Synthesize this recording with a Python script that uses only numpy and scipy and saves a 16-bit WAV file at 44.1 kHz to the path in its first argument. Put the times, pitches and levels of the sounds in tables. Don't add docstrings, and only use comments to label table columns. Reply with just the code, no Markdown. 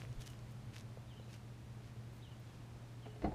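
import sys
import numpy as np
from scipy import signal
from scipy.fft import rfft, irfft
from scipy.io import wavfile

SR = 44100
rng = np.random.default_rng(int(sys.argv[2]) if len(sys.argv) > 2 else 0)


def unload_wav(signal):
    wavfile.write(
        sys.argv[1],
        SR,
        np.round(np.clip(np.atleast_2d(signal).T, -1, 1) * 32767).astype(np.int16),
    )


N = 147294
T = np.arange(N) / SR

# centre_s, width_s, level_db, tilt_db_per_octave
SCUFFS = [(0.01, 0.041, -66, -2.5), (0.22, 0.011, -57.5, 1), (0.269, 0.01, -58, .5),
          (0.307, .03, -68.5, 2.5), (.515, 0.0084, -70, 8), (0.742, 0.0093, -62, -3),
          (0.763, 0.0041, -54.5, -3), (0.789, 0.027, -64, -1.5), (1.334, 0.029, -64, -2),
          (1.87, 0.028, -69, -5), (2.165, .03, -73, 12), (2.528, 0.067, -72.5, -3)]
# frequency_hz, density_db
GRIT_SPECTRUM = [(700, -23), (1500, 3), (2500, 4.5), (4200, 3.5), (6200, 3.5), (7500, -1.5), (10000, -2.5),
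                 (15000, -11)]
def scuffs(grains_per_s=3400, spread_db=4.1):
    out = np.zeros(N)
    for s, width_s, db, tilt_db in SCUFFS:
        sizes = from_db(spread_db * np.minimum(rng.exponential(1, N), 4))
        signs = rng.choice([-1, 1], N)
        grains = sizes * signs * (rng.random(N) < grains_per_s / SR)
        out += from_db(db) * swell(s, width_s) * coloured(grains, GRIT_SPECTRUM, tilt_db)
    return out


# start_s, level_db, pitch_hz
CRACKS = [(.0035, -44.5, 7000), (.019, -34.5, 2330), (0.0414, -45, 2400), (.051, -39.5, 2150),
          (0.129, -46, 6500), (0.2206, -37, 6000), (.2632, -41, 6000), (0.277, -34, 5570),
          (.302, -42, 9500), (.334, -42.5, 3000), (.3915, -45.5, 6200), (.7602, -44, 2700),
          (0.765, -39, 2900), (0.7827, -36, 4830), (.7895, -44, 9000), (.810, -40, 6800),
          (1.333, -42, 5000)]
def sand_cracks(ring_cycles=4.4, snap_db=-8.5):
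    return sum(from_db(db) * (ring(click(s), hz, ring_cycles / hz) + from_db(snap_db) * click(s))
               for s, db, hz in CRACKS)


# start_s, level_db
HEEL_STRIKES = [(.0365, -46), (0.601, -63), (.973, -43), (1.198, -47), (1.279, -51)]
# pitch_hz, gain_db, t60_s
HEEL_MODES = [(505, -2.5, 0.028), (630, -7.5, 0.024), (1210, -20, 0.0089)]
def heels():
    return struck(HEEL_STRIKES, HEEL_MODES)


def leg_puff():
    return from_db(-44) * swell(s=.182, width_s=.013) * tone(hz=31.2)


# start_s, level_db, lowpass_hz, rattle_db, rattle_t60_s
DOOR_KNOCKS = [(3.2195, -55.5, 3200, 11.5, 0.11), (3.2425, -34, 1090, -2, .13), (3.256, -42, 700, 0, .13),
               (3.266, -42.5, 900, -4, 0.12), (3.279, -39.5, 190, 0, .14), (3.288, -38, 190, 0, 0.16),
               (3.318, -48.5, 1000, 2, .16)]
# pitch_hz, gain_db, t60_s
PANEL_MODES = [(60, 0, 0.21), (86.2, -2.5, 0.27), (144, -3, 0.28), (171, -0.5, 0.28), (206, 1.5, 0.33),
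               (313, 2, 0.25), (404, 1, 0.16), (504, -8.5, 0.22), (638, -4.5, 0.17), (700, -2, 0.14),
               (755, -1.5, 0.27), (858, -7, 0.22), (1060, -5.5, 0.11), (1350, -12.5, 0.059)]
# frequency_hz, density_db
RATTLE_SPECTRUM = [(60, 2), (150, 4.5), (300, 2), (750, 1.5), (1000, -10), (2400, -12.5), (3200, -21),
                   (4400, -18), (5500, -23), (12000, -42)]
def door_thump(panel_db=-6.5, detune=.025):
    out = np.zeros(N)
    for s, db, lowpass_hz, rattle_db, rattle_t60 in DOOR_KNOCKS:
        panel = np.zeros(N)
        for hz, mode_db, t60 in PANEL_MODES:
            gain = rng.choice([-1, 1]) * from_db(mode_db + rng.normal(0, .95))
            panel += gain * ring(click(s), hz * rng.normal(1, detune), t60)
        rattle = from_db(rattle_db) * burst(s, RATTLE_SPECTRUM, rattle_t60)
        out += from_db(db) * soften(from_db(panel_db) * panel + rattle, lowpass_hz)
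    return out


# centre_s, width_s, level_db, pitch_hz
DOOR_SWELLS = [(3.245, .005, -35, 310), (3.25, .012, -44, 58), (3.333, .012, -47, 55),
               (3.329, .011, -54, 850)]
def door_flex():
    return sum(from_db(db) * swell(s, width_s) * tone(hz) for s, width_s, db, hz in DOOR_SWELLS)


# start_s, level_db
LATCH_STRIKES = [(3.2205, -62), (3.2465, -53.5), (3.258, -62.5)]
# pitch_hz, gain_db, t60_s
LATCH_MODES = [(1410, -2, 0.087), (2035, 3.5, .09), (2440, -9, 0.035), (2900, -5.5, 0.049),
               (4170, -5.5, 0.062), (4430, -17, 0.066)]
def door_latch():
    return struck(LATCH_STRIKES, LATCH_MODES)


# start_s, level_db, snap_db
HANDLE_TAPS = [(3.058, -52.5, -1), (3.067, -57.5, -3), (3.161, -56.5, -9)]
# pitch_hz, gain_db, t60_s
HANDLE_MODES = [(261, -2, .2), (427, -2, 0.33), (538, -3.5, 0.069), (695, 2, 0.053), (781, -13, 0.16)]
# frequency_hz, density_db
SNAP_SPECTRUM = [(400, 9), (800, -2), (1100, -6), (3000, -5), (4000, -22), (12000, -38)]
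def door_handle():
    snaps = sum(from_db(db + snap_db) * burst(s, SNAP_SPECTRUM, t60=.084)
                for s, db, snap_db in HANDLE_TAPS)
    return snaps + struck([(s, db) for s, db, _ in HANDLE_TAPS], HANDLE_MODES)


# pitch_peak_s, level_db, hook_accent_db
CHIRPS = [(.203, -67.5, -3), (1.091, -67.5, -5), (2.230, -67, 2), (3.016, -66, -12)]
# offset_from_peak_s, pitch_hz, gain_db
CHIRP_SHAPE = [(-.011, 3300, -8), (0, 3900, 0), (.009, 3330, -3), (.028, 3040, -2), (.046, 2830, -2),
               (.06, 2820, -12)]
# start_s, length_s, start_hz, end_hz, level_db
TWEETS = [(.272, .04, 3150, 2780, -65.5), (1.163, .036, 3200, 2820, -66.5), (1.21, .032, 4080, 3900, -72.5),
          (1.278, .032, 2900, 2380, -70.5), (2.303, .04, 3150, 2750, -69.5), (2.462, .03, 3480, 3350, -75),
          (3.093, .03, 3100, 2820, -70)]
def bird(street_db=-3, street_t60_s=.36):
    offset_s, hz, shape_db = np.transpose(CHIRP_SHAPE)
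    song = np.zeros(N)
    for s, db, hook_db in CHIRPS:
        envelope = np.interp(T - s, offset_s, from_db(shape_db), left=0, right=0)
        gain = from_db(db + hook_db * swell(s, width_s=.007))
        song += gain * envelope * rasp(np.interp(T - s, offset_s, hz))
    for s, length_s, start_hz, end_hz, db in TWEETS:
        progress = np.clip((T - s) / length_s, 0, 1)
        song += from_db(db) * np.sin(np.pi * progress) * rasp(start_hz + (end_hz - start_hz) * progress)
    tail = rng.standard_normal(N) * from_db(-60 * T / street_t60_s)
    reverb = signal.fftconvolve(song, tail / np.linalg.norm(tail))[:N]
    return song + from_db(street_db) * reverb


def rasp(hz, flutter_hz=220, spread_hz=45, depth=.2):
    bend, flutter = wobble(flutter_hz), wobble(flutter_hz)
    return rms_one((1 + depth * flutter) * tone(hz + spread_hz * bend))


def ping():
    return from_db(-73) * swell(s=2.402, width_s=.005) * tone(hz=14450)


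# time_s, depth_ratio
HUM_THROB = [(0, .3), (1.9, .25), (2.4, .08)]
def machine_hum():
    throb = np.interp(T, *np.transpose(HUM_THROB)) * wobble(hz=12)
    return from_db(-54) * (1 + throb) * tone(hz=118.4)


# time_s, level_db
UPPER_DRONE = [(0, -53), (.25, -54), (.42, -64), (.65, -54), (.9, -71.5), (2.0, -67), (3.3, -82)]
LOWER_DRONE = [(0, -55), (.45, -70), (.7, -55), (1.2, -66.5), (1.95, -63), (2.2, -68), (3.3, -75)]
HIGH_DRONE = [(0, -70), (.6, -63), (1.2, -67.5), (1.9, -64), (2.4, -68.5), (2.8, -76)]
def drones(wander_hz=1.5):
    return sum(level(points) * tone(hz + wander_hz * wobble(hz=7.4))
               for hz, points in [(128.35, UPPER_DRONE), (105.7, LOWER_DRONE), (211.2, HIGH_DRONE)])


# frequency_hz, density_db
AIR_SPECTRUM = [(20, -6), (45, -3), (75, 2.5), (95, -3), (140, 0), (190, -5.5), (310, -8.5), (400, -12),
                (700, -15.5), (1000, -18.5), (2000, -23.5), (4000, -28), (6300, -32), (10000, -37),
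                (15000, -44)]
# time_s, level_db
AIR_LEVEL = [(0, -54.5), (.4, -56), (1.5, -57), (3.3, -56.5)]
def suburb_hiss():
    return level(AIR_LEVEL) * coloured(rng.standard_normal(N), AIR_SPECTRUM)


def from_db(db):
    return 10 ** (np.asarray(db) / 20)


def rms_one(x):
    return x / np.sqrt(np.mean(x ** 2) + 1e-20)


def level(points):
    return from_db(np.interp(T, *np.transpose(points)))


def swell(s, width_s):
    return np.exp(-.5 * ((T - s) / width_s) ** 2)


def coloured(x, spectrum, tilt_db=0):
    hz, db = np.transpose(spectrum)
    f = np.maximum(np.fft.rfftfreq(N, 1 / SR), 1)
    gain = from_db(np.interp(np.log(f), np.log(hz), db) + tilt_db * np.log2(f))
    low_cut = np.minimum(f / hz[0], 1) ** 2
    return rms_one(irfft(rfft(x) * gain * low_cut, N))


def burst(s, spectrum, t60):
    decay = (T >= s) * from_db(-60 * np.abs(T - s) / t60)
    return decay * coloured(rng.standard_normal(N), spectrum)


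def click(s):
    return 1.0 * (np.arange(N) == int(s * SR))


def ring(x, hz, t60):
    r, w = from_db(-60 / (t60 * SR)), 2 * np.pi * hz / SR
    return signal.lfilter([0, np.sin(w)], [1, -2 * r * np.cos(w), r * r], x + 1e-18)


def struck(strikes, modes):
    blows = sum(from_db(db) * click(s) for s, db in strikes)
    return sum(from_db(db) * ring(blows, hz, t60) for hz, db, t60 in modes)


def soften(x, hz, order=1):
    return signal.sosfilt(signal.butter(order, hz, fs=SR, output="sos"), x + 1e-18)


def wobble(hz):
    return rms_one(soften(rng.standard_normal(N), hz, order=2))


def tone(hz):
    return np.sqrt(2) * np.sin(2 * np.pi * (np.cumsum(hz + 0 * T) / SR + rng.random()))


def scene():
    walker = leg_puff() + scuffs() + sand_cracks() + heels()
    car = door_thump() + door_flex() + door_latch() + door_handle()
    background = bird() + ping() + machine_hum() + drones() + suburb_hiss()
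    return (walker + car + background)[None]


def record(dry):
    return signal.sosfilt(signal.ellip(10, .1, 70, 15400, fs=SR, output="sos"), dry)


dry = scene()
out = record(dry)
unload_wav(out)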